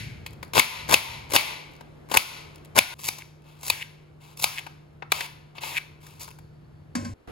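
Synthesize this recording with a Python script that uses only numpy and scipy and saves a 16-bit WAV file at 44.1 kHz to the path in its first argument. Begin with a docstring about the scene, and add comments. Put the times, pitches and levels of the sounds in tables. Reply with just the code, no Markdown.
"""A hard-walled kitchen, where a small knife slices an onion on a steel plate, close to a phone.
Each cut crunches through the layers and ends as the blade clacks on the steel. Once the bulb has
fallen open, the edge scrapes the plate as it is drawn back. Fingers shift the wet pieces, a motor hums,
and a limiter turns the echo down after loud clacks. Near the end a plate is bumped; its ring stops
short, and a louder rush of air follows."""
import sys
import numpy as np
from scipy import signal
from scipy.fft import rfft, irfft, next_fast_len
from scipy.io import wavfile
from scipy.ndimage import uniform_filter1d, minimum_filter1d

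SR = 44100
rng = np.random.default_rng(int(sys.argv[2]) if len(sys.argv) > 2 else 0)


def persist_wave(psi):
    """Save psi, clipped to +-1, as 16-bit WAV."""
    counts = np.round(np.clip(psi, -1, 1) * 32767).astype(np.int16)
    wavfile.write(sys.argv[1], SR, np.atleast_2d(counts).T)


N = 322459
TIME = np.arange(N) / SR
SIDES = np.array([[1], [-1]])  # plus for the left ear, minus for the right

# Sounds on the plate have three parts: body (low), ring (middle) and hiss (high).
# In the tables, body and hiss turn those parts up or down against the ring.
# Knife cuts: blade meets steel/s, slicing time/s, crunch level/dB, crunch body/dB, juice hiss/dB,
# clack level/dB, chatter time/s, chatter f/Hz, clack body/dB, edge tick/dB, echo/dB
CUTS = [(0.5946, 0.061, -19.5, -1, -3.5, -4.5, 0.0077, 2410, -11, -7.5, 3.5),
        (0.94, .062, -23.5, 2, -0.5, -7, 0.0053, 2390, -9.5, -7.5, 5),
        (1.361, 0.07, -26, 1.5, 2.5, -11, 0.0047, 2470, -9.5, -9, 8.5),
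        (2.1711, 0.086, -34, 7, 3, -10, 0.0037, 2675, -8.5, -5, 4.5),
        (2.7871, .04, -20, 1, -2.5, -6, 0.0051, 2770, -11, -6.5, 1.5),
        (3.086, .11, -35, -10.5, 1.5, -23.5, 0.0043, 2500, -8.5, -3, -6),
        (3.6996, .11, -39, -6, 3.5, -15.5, 0.005, 2496, -11.5, -6.5, -3.5),
        (4.4407, .08, -34, -6, 2.5, -18, 0.0031, 2500, -6.5, -2, 0),
        (5.119, 0.021, -44, -10, -11, -15.5, 0.0064, 2300, -5.5, -7, -4.5)]
# The blade is drawn out of the opened bulb: start/s, end/s, level/dB, body/dB, squeak level/dB
DRAWS = [(3.091, 3.224, -47, -6.5, -41.5), (3.698, 3.83, -37.5, -12.5, -30.5),
         (4.449, 4.596, -38, -15, -28.5), (5.127, 5.266, -31.5, -8.5, -51),
         (5.604, 5.787, -31.5, -8.5, -21)]
# Stretches of steady air noise: start/s, level/dB
STRETCHES = [(0, -51), (2.941, -56.5), (7.138, -58), (7.275, -39.5)]
BULB_OPENS_S, HUSH_S = STRETCHES[1][0], STRETCHES[2][0]


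def amp(db):
    """Turn decibels into a factor to multiply by."""
    return 10 ** (np.asarray(db) / 20)


def unit(x):
    """Scale to an average power of 1."""
    return x / np.sqrt(np.mean(x ** 2) + 1e-20)


def add(out, s, x):
    """Mix x into out from time s."""
    i = max(int(s * SR), 0)
    part = out[..., i:i + x.shape[-1]]
    part += x[..., :part.shape[-1]]


def along(hz, points, values):
    """Join values by straight lines, giving each octave equal room."""
    return np.interp(np.log(np.maximum(hz, 1)), np.log(points), values)


def band(x, lo_hz, hi_hz, order=3):
    """Keep what lies between two frequencies."""
    sos = signal.butter(order, [lo_hz, min(hi_hz, .48 * SR)], "band", fs=SR, output="sos")
    return signal.sosfilt(sos, x)


def fade(t, t60):
    """Die away by 60 dB in t60 seconds, the fade time."""
    return np.exp(-np.log(1000) * t / t60)


def rise(t, rise_s):
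    """Climb from 0 towards 1, most of the way in rise_s."""
    return 1 - np.exp(-t / rise_s)


def wander(t, rate):
    """Glide between random values, rate of them a second."""
    return np.interp(t * rate, np.arange(512), rng.standard_normal(512))


def at(states, s):
    """Pick what holds at time s: the whole bulb first, the opened bulb later."""
    return states[int(s > BULB_OPENS_S)]


def pair(mid, side, side_db=-2):
    """Sound from all around differs between left and right, mostly at middle pitches."""
    return mid + amp(side_db) * band(side, 270, 3700, order=2) * SIDES


def house_air():
    """The air of the house makes a soft, deep noise."""
    # Tone of the air: f/Hz, level/dB
    spectrum = [(20, -20.5), (40, -12.5), (75, -7), (150, -15.5), (230, -13), (400, -14.5), (800, -24),
                (1600, -30), (4400, -41), (7000, -47), (12000, -46.5), (16000, -64.5)]
    size = next_fast_len(N, True)
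    gain = amp(along(np.fft.rfftfreq(size, 1 / SR), *np.transpose(spectrum)))
    mid, side = irfft(rfft(rng.standard_normal((2, size))) * gain, size)[:, :N]
    return unit(pair(mid + 0.38 * SIDES * side, side))


def motor_hum(waver_rad=0.55):
    """A motor hums with two slightly wavering tones."""
    # Hum tones: f/Hz, level/dB
    tones = [(150.3, -53), (333.8, -66.5)]
    drift = np.interp(TIME * 5, np.arange(64), rng.standard_normal(64))
    return sum(np.sqrt(2) * amp(db) * np.sin(2 * np.pi * hz * TIME + waver_rad * drift)
               for hz, db in tones)


def hands_and_counter(hand_boost_db=3, thud_db=-31.5, thud_width_s=0.052):
    """Hands rumble on the phone; each cut thuds through the counter, louder with a fuller crunch."""
    # Rumble of the hands: t/s, level before the boost/dB
    handling = [(0.0, -41.5), (0.63, -55.5), (1.07, -48), (1.65, -66), (2.63, -58), (3.55, -63),
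                (5.92, -58.5), (6.03, -57.5), (6.9, -54)]
    mid, side = band(rng.standard_normal((2, N)), 65, 150, order=2)
    rumble = unit(mid + 0.18 * side * SIDES)
    thuds = sum(amp(thud_db + 0.43 * (db + body_db)) / (1 + ((TIME - s) / thud_width_s) ** 2) ** 2
                for s, _, db, body_db, *_ in CUTS)
    hands = amp(np.interp(TIME, *np.transpose(handling)) + hand_boost_db)
    return rumble * (thuds + hands)


def kitchen_echo(early_db=5, early_t60=0.28, room_db=0.5):
    """The room's answer to a click: quick returns from the counter, then a long tail that dulls."""
    # Echo tail: f/Hz, fade time/s, level/dB
    room = [(200, 0.39, -13.5), (500, 0.73, -12.5), (1134, 0.87, -4), (2580, 0.75, -6.5), (4970, 0.67, -2),
            (7200, .6, -11.5), (10700, 0.52, -6.5), (15000, .42, -8)]
    points, t60s, dbs = np.transpose(room)
    out, t, edges = 0, np.arange(SR) / SR, np.geomspace(100, 18000, 16)
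    for lo, hi in zip(edges, edges[1:]):
        hz = np.sqrt(lo * hi)
        tail = fade(t, along(hz, points, t60s))
        shape = (tail + amp(early_db) * fade(t, early_t60)) * rise(t, 0.00044)
        noise = band(rng.standard_normal((2, SR)), lo, hi)
        out += amp(along(hz, points, dbs)) * noise * shape / np.sqrt(np.sum(shape ** 2))
    return amp(room_db) * pair(*out)


def plate_sliding(waver_db=3):
    """The rim of a sliding plate rubs the counter with a faint, unsteady ring."""
    # Ring of the rim: start/s, end/s, f/Hz, width/Hz, level/dB
    slide = (5.5, 7.5, 4449.5, 348.5, -81.5)
    start, end, hz, width, db = slide
    swell = np.sin(np.pi * np.clip((TIME - start) / (end - start), 0, 1))
    level = swell * amp(db + waver_db * wander(TIME, 25))
    return level * unit(band(rng.standard_normal(N), hz - width / 2, hz + width / 2, order=1))


def plate_bumping(crack_db=-9, rattle_db=-22, clink_db=-3):
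    """A knock with a short crack leaves a plate rocking: it booms unevenly and faintly rattles."""
    # Knocks: t/s, level/dB
    bumps = [(6.952, -18.5), (7.048, -26.5)]
    # Tones of a freely ringing plate: f/Hz, fade time/s, level/dB, build-up/s
    tones = [(97.2, 3.3, -9.5, 0.134), (189, 0.21, -10.5, .004), (242, 0.24, -1, 0.0043),
             (275, 0.44, -14.5, 0.017), (558, 1.2, -23.5, 0.01856), (1060, 0.47, -19.5, 0.0019),
             (1564, 0.3, -21.5, 0.0011), (2190, 0.38, -26, 0.0027), (2580, 0.3, -28.5, 0.0019),
             (4570, 0.1, -17, .002), (5580, 0.16, -23, .002), (7950, 0.17, -41.5, .002)]
    out, t = np.zeros(N), np.arange(SR // 2) / SR
    for k, (s, db) in enumerate(bumps):
        ring = 0
        for hz, t60, tone_db, rise_s in tones:
            level = amp(tone_db + 2 * wander(t, 84)) * fade(t, t60) * rise(t, rise_s)
            ring += level * np.sin(2 * np.pi * hz * t + wander(t, 6 * np.sqrt(hz)))
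        knock, clink = rng.standard_normal((2, len(t)))
        noise = unit(band(knock, 380, 1880, order=2))
        noise += amp(clink_db) * unit(band(clink, 4160, 8900, order=2))
        crack = amp(crack_db - 8.3 * k) * fade(t, 0.042)
        rattle = amp(rattle_db) * fade(t, 0.49)
        add(out, s, amp(db) * (ring + (crack + rattle) * noise * rise(t, 0.0005)))
    return out


def damped_plate(opened, direct_db=-11):
    """Muffled by onion and hand, the plate answers a tap briefly. Returns its body, ring and hiss."""
    # Plate tones: f/Hz, fade time/s, level with the bulb whole/dB, level with it open/dB
    tones = [(230, 0.034, -10.5, -10.5), (409.5, 0.11, -2, -24), (540, 0.012, 0.5, -18),
             (907, 0.025, 1, -20), (998, 0.014, 6.5, 9), (1250, 0.018, -7.5, 1), (1584, 0.0087, 6, 9.5),
             (2180, 0.004, 9.5, 8.5), (2280, 0.01, 2.5, -3), (2570, 0.013, 1, 0.5), (3530, 0.04, -4.5, 1.5),
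             (3940, 0.004, -4, -6.5), (4500, 0.012, -5, -6), (6730, 0.0089, -8.5, -11),
             (10300, 0.001, -10, -14.5)]
    tap, t = 0, np.arange(1500) / SR
    for hz, t60, *dbs in tones:
        gain = amp(dbs[opened]) * 2 * np.log(1000) / (t60 * SR)  # longer tones start weaker
        tap += gain * fade(t, t60) * np.cos(2 * np.pi * hz * t)
    tap[0] += amp(direct_db)
    # lighter strokes on the opened bulb press less bass into the plate
    body = band(tap, 300 if opened else 130, 1400, order=2)
    ring = band(tap, 1550, 3700, order=2)
    hiss = band(band(tap, 5800, 20000), 100, 19000, order=1)
    return body, ring, hiss


def spread(force, width_db=-9):
    """The broad plate sends body and ring unevenly to the two sides; the hiss comes from one point."""
    wide = force[0] + amp(width_db) * SIDES * force[1]
    return wide, wide, force[[0, 0]]


def contact(plate, forces, span_s, body_db, hiss_db, body_left_db=7):
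    """Forces shake the plate's three parts; each gets the energy of span_s seconds at its level."""
    parts = [signal.fftconvolve(force, [answer], axes=1) for force, answer in zip(forces, plate)]
    gains = amp(body_db + 5 + SIDES * body_left_db / 2), 1, amp(hiss_db + 4.5)
    return sum(gain * part * np.sqrt(2 * span_s * SR / np.sum(part ** 2))
               for gain, part in zip(gains, parts))


def stroke(length_s, db, shape_db, grain_db, jerk_db, jerk_hz=350):
    """Jerky rubbing shaped by shape_db(progress 0-1). Returns forces and their span for contact()."""
    t = np.arange(max(int(length_s * SR), 64)) / SR
    swell = amp(db + shape_db(t / t[-1])) * rise(t, 0.19 * t[-1])
    jerks = amp(jerk_db * wander(t, jerk_hz))
    size = (2, SR // 4)
    # countless tiny breaks, a few much larger than the rest
    grains = rng.standard_normal(size) * amp(grain_db * np.minimum(rng.exponential(size=size), 5))
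    return spread(swell * jerks * grains[:, :len(t)]), np.sum(swell ** 2) / SR


def wet_ticking(steel, ticks_per_spell=6):
    """Wet pieces of onion tick faintly under the fingers."""
    # Spells of finger work: start/s, end/s, typical level/dB
    spells = [(0.251, 0.502, -55.5), (1.71, 1.837, -59), (2.443, 2.679, -53.5), (3.4, 3.652, -63),
              (4.594, 4.998, -82), (6.178, 6.321, -48.5)]
    out, t = np.zeros((2, N)), np.arange(500) / SR
    for start, end, db in spells:
        for when, softness, brightness in rng.random((ticks_per_spell, 3)):
            force = rng.standard_normal((2, len(t))) * fade(t, .012) * rise(t, .001)
            tick = contact(steel[0], spread(force), 0.0015, body_db=-5, hiss_db=12 * brightness - 9)
            add(out, start + when * (end - start), amp(db - 3 * np.log(0.061 + softness)) * tick)
    return out


def pieces_rustling(steel, wane_db=8.5):
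    """Fingers slide pieces of onion over each other and over the plate."""
    # Rustles: start/s, end/s, level/dB, hiss/dB
    rustles = [(2.942, 2.99, -59.5, -5), (3.43, 3.63, -55.5, -10.5), (4.2, 4.342, -52.5, -7),
               (5.548, 5.595, -43.5, -15), (6.0, 6.19, -53, -5), (6.193, 6.249, -43.5, 2.5)]
    out = np.zeros((2, N))
    for start, end, db, hiss_db in rustles:
        forces, span = stroke(end - start, db, lambda u: -wane_db * u, grain_db=3.5, jerk_db=2)
        add(out, start, contact(at(steel, start), forces, span, body_db=-5, hiss_db=hiss_db))
    return out


def blade_drawing(steel, wane_db=12):
    """The flat of the blade rubs wet onion, fading as it comes free."""
    out = np.zeros((2, N))
    for start, end, db, body_db, _ in DRAWS:
        forces, span = stroke(end - start, db, lambda u: -wane_db * u, grain_db=1.5, jerk_db=0)
        add(out, start, contact(at(steel, start), forces, span, body_db, hiss_db=-7.5))
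    return out


def edge_scraping(steel, squeak_hz=2350, squeak_s=0.048, swell_db=17):
    """As each draw ends, the edge sticks and slips on the steel and makes the plate squeak."""
    out = np.zeros((2, N))
    for _, end, _, _, db in DRAWS:
        forces, span = stroke(squeak_s, db, lambda u: -swell_db * (1 - u), grain_db=6.5, jerk_db=3)
        body, ring, hiss = forces
        squeak = band(ring, 0.76 * squeak_hz, 1.4 * squeak_hz, order=1)
        scrape = contact(at(steel, end), (body, squeak, hiss), span, body_db=-45, hiss_db=-19)
        add(out, end - squeak_s, scrape)
    return out


def layers_snapping(steel, snap_t60=0.031):
    """Single layers of onion give way and the knife taps lightly."""
    # Snaps and taps: t/s, level/dB, body/dB, hiss/dB
    snaps = [(0.262, -34, -11.5, -10), (0.428, -43.5, 3, -4), (0.534, -32, -4, -6.5),
             (0.554, -25, -5.5, -8), (.566, -22.5, -1.5, -11.5), (0.578, -18, -5, -15),
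             (1.808, -54.5, 6.5, -4.5), (2.114, -33.5, 0.5, -4.5), (2.140, -28, 2, -1), (2.763, -35, 5, -3),
             (2.991, -48, -3, -3), (3.184, -45, -5, -0.5), (3.631, -43, -4, -1.5), (3.682, -42, -23, 5),
             (4.588, -34.5, -13.5, -10.5), (4.665, -42.5, 1, -12), (5.0222, -45.5, 7, -26),
             (5.2065, -25.5, -14.5, -14), (5.581, -35.5, -7.5, -25), (5.633, -32, -5.5, -34),
             (6.065, -50.5, -28, -3), (6.277, -54, 5.5, -0.5), (6.386, -69, 12.5, 9.5)]
    out, t = np.zeros((2, N)), np.arange(900) / SR
    for s, db, body_db, hiss_db in snaps:
        force = rng.standard_normal((2, len(t))) * fade(t, snap_t60) * rise(t, 0.0013)
        add(out, s, amp(db) * contact(at(steel, s), spread(force), 0.0089, body_db, hiss_db))
    return out


def onion_slicing(steel, layer_s=0.0087, sag_db=2.5, swell_db=24):
    """Cell walls burst along the blade, layer by layer and ever louder until it meets the steel."""
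    out = np.zeros((2, N))
    for s, length, db, body_db, hiss_db, *_ in CUTS:
        def shape_db(u):
            """The crunch sags between layers, and its swell levels off near the steel."""
            layers = (u - 1) * length / layer_s + 0.12 * wander(u * length, 1 / layer_s)
            return sag_db * (.5 - layers % 1) - swell_db * (1 - u) ** 1.3
        forces, span = stroke(length, db, shape_db, grain_db=2, jerk_db=6)
        add(out, s - length, contact(at(steel, s), forces, span, body_db, hiss_db))
    return out


def blade_clacking(steel, tick_t60=0.02, bounce_db=-2):
    """The blade hits the steel, chatters and rings. Returns that sound and single blows for the echo."""
    # Blade tones: f/Hz, fade time/s, level with the bulb whole/dB, level with it open/dB
    tones = [(3558, 0.021, 2.5, 1), (4000, 0.02, -7.5, 5.5), (4526, 0.02, -4.5, 2.5)]
    near, to_room, t = np.zeros((2, N)), np.zeros((2, N)), np.arange(1000) / SR
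    blow, push = np.array([t == 0] * 2, float), rise(t, .0012)
    for s, *_, db, chatter_s, chatter_hz, body_db, tick_db, echo_db in CUTS:
        plate = at(steel, s)
        body, ring, hiss = spread(np.sign(rng.standard_normal((2, len(t)))))
        press = push / (1 + (t / chatter_s) ** 12)  # drops away as the edge settles
        bounces = amp(bounce_db) * np.sin(2 * np.pi * chatter_hz * t + 2.1 * wander(t, 800))
        tick = hiss * fade(t, tick_t60) * rise(t, 0.00065)
        forces = body * press, (ring + bounces) * press, tick
        blade = sum(amp(at(dbs, s)) * fade(t, t60) * np.sin(2 * np.pi * hz * t + wander(t, 330))
                    for hz, t60, *dbs in tones)
        add(near, s, amp(db) * contact(plate, forces, 0.0047, body_db, tick_db))
        add(near, s, amp(db) * push * blade)
        add(to_room, s, amp(db + echo_db) * contact(plate, [blow] * 3, 0.0038, body_db, tick_db))
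    return near, to_room


def scene(snap_echo_db=-5.5, scrape_echo_db=-11.5, lingering_db=20):
    """Mix knife, onion and room. At each new stretch the air level jumps and the echo stops dead."""
    steel = [damped_plate(opened) for opened in (False, True)]
    echo, air = kitchen_echo(), house_air()
    clacks, blows = blade_clacking(steel)
    scrapes = edge_scraping(steel)
    rubs = onion_slicing(steel) + blade_drawing(steel) + pieces_rustling(steel)
    snaps = layers_snapping(steel) + wet_ticking(steel)
    out = rubs + snaps + scrapes + clacks + plate_sliding()
    out += (plate_bumping() + motor_hum() + hands_and_counter()) * (TIME < HUSH_S)
    to_room = np.mean(rubs + amp(snap_echo_db) * snaps + amp(scrape_echo_db) * scrapes + blows, axis=0)
    edges = [int(s * SR) for s, _ in STRETCHES] + [N]
    for (_, air_db), i, j in zip(STRETCHES, edges, edges[1:]):
        out[:, i:j] += amp(air_db) * air[:, i:j]
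        out[:, i:j] += signal.fftconvolve(echo, [to_room[i:j]], axes=1)[:, :j - i]
    # at the start, the room still rings from an earlier cut
    body, ring, hiss = steel[0]
    lingering = signal.fftconvolve(echo, [0.37 * body + ring + 1.5 * hiss], axes=1)
    add(out, 0, amp(lingering_db) * lingering[:, SR // 5:])
    return out


def microphones(x):
    """Two microphone openings, set apart, hear each pitch with different strength and timing."""
    # Left against right: f/Hz, extra level/dB, phase lead/rad
    ports = [(100, 1, 0), (390, -0.5, 1.51), (624.4, 0.5, 1.4), (800, 2.5, 1.53), (1130, 3.5, 2.5),
             (1330, -5, 2.5), (2030, 2.5, 0.46), (2500, 3.5, 0.76), (4250, 7, 0), (5760, 5.5, 2),
             (7200, 0.5, 0.45), (9330, 0.5, -4.5), (10700, 0, -5), (12700, -1, -8.5), (14500, 0.5, -11),
             (17110, -1.5, -10)]
    points, balance_db, lead = np.transpose(ports)
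    size = next_fast_len(N, True)
    hz = np.fft.rfftfreq(size, 1 / SR)
    gain = amp(SIDES * along(hz, points, balance_db) / 2)
    phase = SIDES * along(hz, points, lead) / 2
    return irfft(rfft(x, size) * gain * np.exp(1j * phase), size)[:, :N]


def limiter(x, ceiling_db=-9, hold_s=0.068, release_db_per_s=70, attack_s=0.012):
    """The volume drops quickly at a loud peak, holds, then climbs back; the bass drops less."""
    power = uniform_filter1d(np.max(x ** 2, axis=0), 88)  # averaged over 2 ms
    level_db = 10 * np.log10(np.maximum(power, 0) + 1e-12)
    half_hold, half_attack = int(hold_s * SR / 2), int(attack_s * SR / 2)
    gain_db = np.minimum(ceiling_db - level_db, 0)
    gain_db = minimum_filter1d(gain_db, 2 * half_hold + 1, origin=half_hold)
    gain_db = np.minimum.accumulate(gain_db - release_db_per_s * TIME) + release_db_per_s * TIME
    gain_db = uniform_filter1d(gain_db, 2 * half_attack + 1, origin=half_attack)
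    bass = signal.sosfiltfilt(signal.butter(2, 260, fs=SR, output="sos"), x)
    return (x - bass) * amp(gain_db) + bass * amp(0.65 * gain_db)


def record(dry, top_hz=15800):
    """The phone hears the sound, limits it, flattens peaks that slip past and cuts the top treble."""
    limited = np.clip(limiter(microphones(dry)), -1, 1)
    return signal.sosfilt(signal.ellip(8, .2, 70, top_hz, fs=SR, output="sos"), limited)


dry = scene()
out = record(dry)
persist_wave(out)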